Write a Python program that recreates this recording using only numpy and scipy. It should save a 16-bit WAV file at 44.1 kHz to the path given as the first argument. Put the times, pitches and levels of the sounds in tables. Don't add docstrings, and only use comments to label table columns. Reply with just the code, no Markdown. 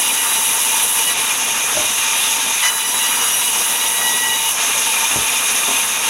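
import sys
import numpy as np
from scipy import signal
from scipy.fft import rfft, irfft
from scipy.io import wavfile

SR = 44100
rng = np.random.default_rng(int(sys.argv[2]) if len(sys.argv) > 2 else 0)


def store_pcm(level_fs):
    pcm = np.round(np.clip(level_fs, -1, 1) * 32767).astype(np.int16)
    wavfile.write(sys.argv[1], SR, np.atleast_2d(pcm).T)


N = 268569
TIME = np.arange(N) / SR
BINS = np.maximum(np.arange(N // 2 + 1) * SR / N, 1)


def from_db(db):
    return 10 ** (np.asarray(db) / 20)


def rms_one(x):
    return x / np.sqrt(np.mean(x ** 2) + 1e-20)


def in_time(rows):
    time_s, *columns = np.transpose(rows)
    return [np.interp(TIME, time_s, column) for column in columns]


def envelope(start_s, attack_s, hold_s, release_s):
    rise = (TIME - start_s) / attack_s
    fall = 1 - (TIME - start_s - attack_s - hold_s) / release_s
    return np.clip(np.minimum(rise, fall), 0, 1)


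def swells(rows, attack_s, release_s):
    return sum(from_db(db) * envelope(start_s, attack_s, hold_s, release_s) for start_s, hold_s, db in rows)


def drift(rate_hz):
    step = 20
    pole = np.exp(-2 * np.pi * rate_hz * step / SR)
    noise = rng.standard_normal(N // step + 2002)
    slow = signal.lfilter([1], [1, -2 * pole, pole * pole], noise)[2000:]
    return np.interp(np.arange(N) / step, np.arange(len(slow)), rms_one(slow))


def friction(rough_db, rough_hz):
    return rng.standard_normal(N) * from_db(rough_db * drift(rough_hz))


def coloured(force, colour):
    # centre_hz, width_hz, peak_db
    steel = [(262, 35, 4), (458, 12, 2.5), (696, 24, 3), (1040, 10, 2.5), (1157, 63, 5.5), (1181, 24, 5.5),
             (1271, 22, 7), (1387, 32, 4.5), (1650, 27, 5), (2192, 20, 5.5), (2388, 28, 6.5),
             (2450, 79, 0.5), (2786, 35, 6), (2842, 33, -1.5), (3620, 35, 2.5)]
    hz, db = np.transpose(colour)
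    response = from_db(np.interp(np.log(BINS), np.log(hz), db, left=-70, right=-70)) + 0j
    for centre_hz, width_hz, peak_db in steel:
        response *= 1 + (from_db(peak_db) - 1) / (1 + 2j * (BINS - centre_hz) / width_hz)
    return rms_one(irfft(rfft(force) * response, N))


def ring(clicks, hz, t60_s):
    pole = from_db(-60 / (t60_s * SR))
    angle = 2 * np.pi * hz / SR
    return signal.lfilter([.5, 0, -.5], [1, -2 * pole * np.cos(angle), pole * pole], clicks + 1e-18)


def partial(phase, scatter, scatter_hz):
    in_phase = (1 + scatter * drift(scatter_hz)) * np.sin(phase)
    quadrature = scatter * drift(scatter_hz) * np.cos(phase)
    return rms_one(in_phase + quadrature)


def passes():
    # entry_s, exit_s, loaded_tooth_hz, hiss_change_db
    pass_rows = [(-0.8, 1.115, 972, -0.5), (2.622, 4.51, 968.5, -1)]
    free_tooth_hz, sag_s = 999, 0.2
    entry_depth, sink_s = 0.52, 0.27
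    bite_attack_s, bite_hold_s, bite_release_s = 0.007, 0.033, 0.043
    exit_s = 0.025
    grip_delay_s, grip_ramp_s, grip_hold_s = 0.075, 0.03, 0.06
    recoil_ramp_s, recoil_hold_s = 0.023, 0.025

    depth, bite, grip, recoil, hiss_change_db = np.zeros((5, N))
    tooth_hz = np.full(N, float(free_tooth_hz))
    for entry_s, leave_s, loaded_hz, change_db in pass_rows:
        age_s = np.maximum(TIME - entry_s, 0)
        inside = envelope(entry_s, bite_attack_s, leave_s - entry_s, exit_s)
        sunk = inside * (1 - (1 - entry_depth) * np.exp(-age_s / sink_s))
        depth += sunk
        hiss_change_db += change_db * sunk
        tooth_hz -= inside * (free_tooth_hz - loaded_hz) * (1 - np.exp(-age_s / sag_s))
        bite += envelope(entry_s, bite_attack_s, bite_hold_s, bite_release_s)
        grip += envelope(entry_s + grip_delay_s, grip_ramp_s, grip_hold_s, grip_ramp_s)
        recoil += envelope(leave_s, recoil_ramp_s, recoil_hold_s, recoil_ramp_s)
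    return np.clip(depth, 0, 1), bite, grip, recoil, tooth_hz, hiss_change_db


def running_blade(depth, grip, recoil, hiss_change_db):
    # freq_hz, relative_density_db
    frame_colour = [(700, -30), (880, -3.5), (980, -4.5), (1200, -3), (1500, -1.5), (1900, 0), (2150, -6),
                    (2600, -23)]
    rattle_colour = [(1600, -17), (2100, -3.5), (2330, -5.5), (2450, 0), (2900, 0.5), (3300, -0.5),
                     (3550, -1), (3820, 1), (4050, -6.5), (4350, -9.5), (5000, -9), (5700, -12)]
    rub_colour = [(4300, -24), (5100, -11), (5600, -4.5), (5900, -0.5), (6300, 0), (6700, 2), (6950, -4.5),
                  (7400, -15), (8300, -9)]
    hiss_colour = [(6300, -43), (7300, -7.5), (8200, -11.5), (8620, -2), (8950, -8), (9600, -2),
                   (10300, 0.5), (11100, 0), (11800, -6), (12600, -14), (13900, -23), (14600, -16.5),
                   (15800, -20), (17000, -30)]
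    # time_s, level_db
    bearing_curve = [(0.0, -18), (0.13, -15.5), (0.27, -17.5), (1.02, -16), (1.17, -18.5), (1.22, -17.5),
                     (1.42, -19.5), (2.24, -16.5), (2.61, -19), (2.68, -19), (2.71, -22.5), (2.98, -17),
                     (4.41, -18), (4.49, -16.5), (4.55, -20), (4.63, -16.5), (6.0, -18.5), (6.09, -15.5)]
    # time_s, level_db
    frame_curve = [(0, -30.3), (0.9, -30.5), (1.25, -29.5), (1.5, -29.5), (2.6, -29.5), (2.88, -31.5),
                   (3.2, -27.5), (3.45, -30), (4.4, -31.2), (4.65, -29), (6.09, -29)]
    # time_s, level_db
    hiss_curve = [(0.0, -20), (0.96, -18.5), (1.1, -21), (1.15, -26), (1.24, -22), (1.54, -24), (2.02, -22),
                  (2.07, -24), (2.22, -21), (2.53, -24), (3.44, -20), (4.44, -23), (4.49, -18),
                  (4.55, -25.5), (4.66, -22.5), (5.82, -21.5), (5.97, -24.5), (6.09, -21)]
    # idle_db, in_wood_db, bearing_share, gripped_db, recoil_db (last two and in_wood are changes)
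    rattle_noise = (-24.0, -2.1, 0.8, -2, -1.5)
    rub_noise = (-24.5, -1.4, 0.5, -0.5, -1)
    # freq_hz, relative_db, t60_s
    band_modes = [(2424, -10, 0.049), (2483, -13, 0.035), (2655, -17, 0.021), (2792, -12.5, 0.13),
                  (3036, -18.5, 0.035), (3528, -14, 0.047), (3730, -14, 0.035), (5970, -15.5, 0.013),
                  (6250, -12.5, 0.018), (6570, -15, 0.023)]
    lap_hz, lap_peak_s, lap_swing_db = 2.07, 0.29, 1.1
    frame_recoil_db, hiss_offset_db = -2.5, 0.9
    flares_db, flares_in_wood_db = 3, -2.5

    bearing_db, = in_time(bearing_curve)
    bearing_swing_db = bearing_db - bearing_db.mean()

    def guide_level_db(settings):
        idle_db, in_wood_db, share, gripped_db, recoil_db = settings
        return idle_db + in_wood_db * depth + share * bearing_swing_db + gripped_db * grip + recoil_db * recoil

    rattle_db = guide_level_db(rattle_noise)
    rub_db = guide_level_db(rub_noise)

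    lap_db = lap_swing_db * np.cos(2 * np.pi * lap_hz * (TIME - lap_peak_s))
    frame_db, = in_time(frame_curve)
    frame_gain = from_db(frame_db + lap_db + frame_recoil_db * recoil)
    frame = frame_gain * coloured(friction(rough_db=1.5, rough_hz=22), frame_colour)
    rattle = from_db(rattle_db) * coloured(friction(rough_db=1.13, rough_hz=16), rattle_colour)

    flares = np.zeros(N)
    for hz, mode_db, t60_s in band_modes:
        rubbing = friction(rough_db=4.0, rough_hz=14.6)
        flares += from_db(mode_db) * rms_one(ring(rubbing, hz, t60_s))
    flares *= from_db(rattle_db + flares_db + flares_in_wood_db * depth)

    rub = from_db(rub_db) * coloured(friction(rough_db=1.5, rough_hz=18.5), rub_colour)
    hiss_db, = in_time(hiss_curve)
    hiss_gain = from_db(hiss_db + hiss_offset_db + hiss_change_db)
    hiss = hiss_gain * coloured(friction(rough_db=0.9, rough_hz=32), hiss_colour)
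    return frame + rattle + flares + rub + hiss


def flutter():
    # start_s, hold_s, level_db
    loud_swells = [(0.08, 0.015, -31), (0.35, 0.015, -30.5), (0.71, 0.025, -28), (0.98, 0.015, -32),
                   (2.07, 0.033, -32), (2.27, 0.02, -27.5), (4.21, 0.25, -29.5), (4.85, 0.025, -26),
                   (5.01, 0.012, -25), (6.04, 0.05, -25)]
    flutter_hz, waver = 903, 0.00903
    weak_db, weak_swing_db, weak_rate_hz = -36, 3, 18
    loud = swells(loud_swells, attack_s=0.022, release_s=0.031)
    weak = from_db(weak_db + weak_swing_db * drift(weak_rate_hz))
    phase = 2 * np.pi * np.cumsum(flutter_hz * (1 + waver * drift(20.2))) / SR
    return np.hypot(loud, weak) * partial(phase, scatter=0.42, scatter_hz=51)


def cutting(depth, bite, tooth_hz):
    # tooth_rate_multiple, relative_db
    whine_partials = [(1, -8.5), (3, -1), (4, -4), (5, -12), (6, -4.5), (7, -9), (8, -13.5), (9, -12),
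                      (10, -4), (11, -1.5), (12, -9), (13, -15), (14, -22), (15, -15), (16, -19)]
    # time_s, level_db
    feed_curve = [(0, -30), (0.3, -31.5), (0.7, -33.5), (1.05, -28.5), (2.62, -19.5), (2.69, -18.5),
                  (2.76, -30), (2.85, -27.5), (3.38, -26), (3.6, -33), (3.85, -31), (4.1, -27.5),
                  (4.5, -30.5)]
    # start_s, hold_s, level_db
    squeals = [(0.18, 0.06, -36), (1.07, 0.02, -33), (2.622, 0.036, -23.5), (2.83, 0.02, -33),
               (3.0, 0.09, -36), (3.69, 0.3, -40), (4.01, 0.317, -26)]
    # freq_hz, relative_density_db
    dust_colour = [(3000, 4), (7000, -19), (9000, -7), (11700, 9), (12500, 3), (13000, -5), (13550, -4),
                   (13900, -11), (14450, 9), (15500, -1), (17000, -10)]
    bite_colour = [(400, -27), (750, -2), (1000, -4), (1500, -4), (1950, 2), (2400, -4), (3500, -13),
                   (6000, -7), (12000, -28)]
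    flicker_db, squeal_floor_db, dust_db, bite_db = 2, -41.5, -31, -20.5

    phase = 2 * np.pi * np.cumsum(tooth_hz * (1 + 0.00403 * drift(150.5))) / SR

    whine = np.zeros(N)
    for multiple, db in whine_partials:
        dulling_db = -1.5 * multiple * (1 - depth)
        gain = from_db(db + dulling_db + flicker_db * drift(12))
        start_phase = rng.uniform(0, 2 * np.pi)
        whine += gain * partial(multiple * phase + start_phase, scatter=1.13, scatter_hz=22.6)
    feed_db, = in_time(feed_curve)
    whine *= from_db(feed_db) * np.sqrt(depth)

    squeal_gain = from_db(squeal_floor_db) * depth + swells(squeals, attack_s=0.01, release_s=0.04)
    squeal = squeal_gain * partial(2 * phase, scatter=0.2, scatter_hz=19)

    puffs = friction(rough_db=-0.5, rough_hz=40) * (1 + 0.88 * np.cos(phase))
    dust = from_db(dust_db) * depth * coloured(puffs, dust_colour)
    tearing = from_db(bite_db) * bite * coloured(puffs, bite_colour)
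    return whine + squeal + dust + tearing


def drive():
    # freq_hz, relative_density_db
    drive_colour = [(20, -28), (40, -16), (60, -11.5), (85, -12), (110, -4), (165, -7.5), (200, 0),
                    (290, -1.5), (335, -5.5), (440, 3), (620, -0.5), (700, 3), (850, 3.5), (1100, 5)]
    # time_s, level_db
    drive_curve = [(0, -32.5), (1.0, -34), (1.25, -31.5), (1.6, -33), (2.4, -33), (2.8, -36.5),
                   (3.1, -33.5), (4.15, -32.5), (4.7, -32.5), (6.09, -32)]
    drive_db, = in_time(drive_curve)
    return from_db(drive_db) * coloured(friction(rough_db=1.8, rough_hz=24), drive_colour)


def timber(blows, modes, contact_hz):
    seconds, blow_db = np.transpose(blows)
    chance_db = rng.standard_normal((len(blows), len(modes)))
    ringing = np.zeros(N)
    for k, (hz, mode_db, t60_s) in enumerate(modes):
        clicks = np.zeros(N)
        clicks[(seconds * SR).astype(int)] = from_db(blow_db + mode_db + chance_db[:, k])
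        ringing += ring(clicks, hz, t60_s)
    return signal.sosfilt(signal.butter(2, contact_hz, fs=SR, output="sos"), ringing)


def beam_knocks():
    # time_s, level_db
    beam_blows = [(1.752, -27), (1.769, -19.5), (1.774, -19.5), (1.794, -22), (1.809, -27), (1.844, -26.5)]
    # freq_hz, relative_db, t60_s
    beam_modes = [(101, -10, 0.13), (169, -14, 0.069), (310, -4, 0.057), (610, 3.5, 0.058), (1400, -6, .04)]
    return timber(beam_blows, beam_modes, contact_hz=2000)


def board_drop():
    # time_s, level_db
    board_blows = [(5.160, -23.5), (5.169, -25), (5.188, -29), (5.213, -34)]
    # freq_hz, relative_db, t60_s
    board_modes = [(62, -2.5, 0.13), (113, -4.5, 0.096), (165, 1, 0.058), (292, -1.5, 0.037),
                   (412, -3, .04), (570, -3, 0.053)]
    return timber(board_blows, board_modes, contact_hz=2200)


def log_placing():
    # time_s, level_db
    log_blows = [(5.674, -37), (5.684, -25.5), (5.691, -34), (5.711, -26), (5.85, -40), (5.871, -42)]
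    # freq_hz, relative_db, t60_s
    log_modes = [(140, -25, .08), (273, -0.5, 0.14), (408, -3, 0.1), (565, 1, 0.046), (685, 3.5, 0.046)]
    return timber(log_blows, log_modes, contact_hz=1500)


def shed(x):
    t60_s, first_echo_s = 0.28, 0.006
    t = TIME[:SR // 2]
    tail = rng.standard_normal(len(t)) * from_db(-60 * t / t60_s) * (t > first_echo_s)
    return signal.fftconvolve(x, tail / np.linalg.norm(tail))[:N]


def scene():
    depth, bite, grip, recoil, tooth_hz, hiss_change_db = passes()
    saw = running_blade(depth, grip, recoil, hiss_change_db) + flutter()
    saw += cutting(depth, bite, tooth_hz) + drive()
    knocks = beam_knocks() + board_drop() + log_placing()
    echoes = from_db(-10) * shed(knocks)
    mono = saw + knocks + echoes
    return np.array([mono, mono])


def record(dry):
    low_cut_hz, top_cut_hz = 45, 15800
    thinned = signal.sosfilt(signal.butter(2, low_cut_hz, "high", fs=SR, output="sos"), dry)
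    return signal.sosfiltfilt(signal.ellip(12, .02, 70, top_cut_hz, fs=SR, output="sos"), thinned)


dry = scene()
out = record(dry)
store_pcm(out)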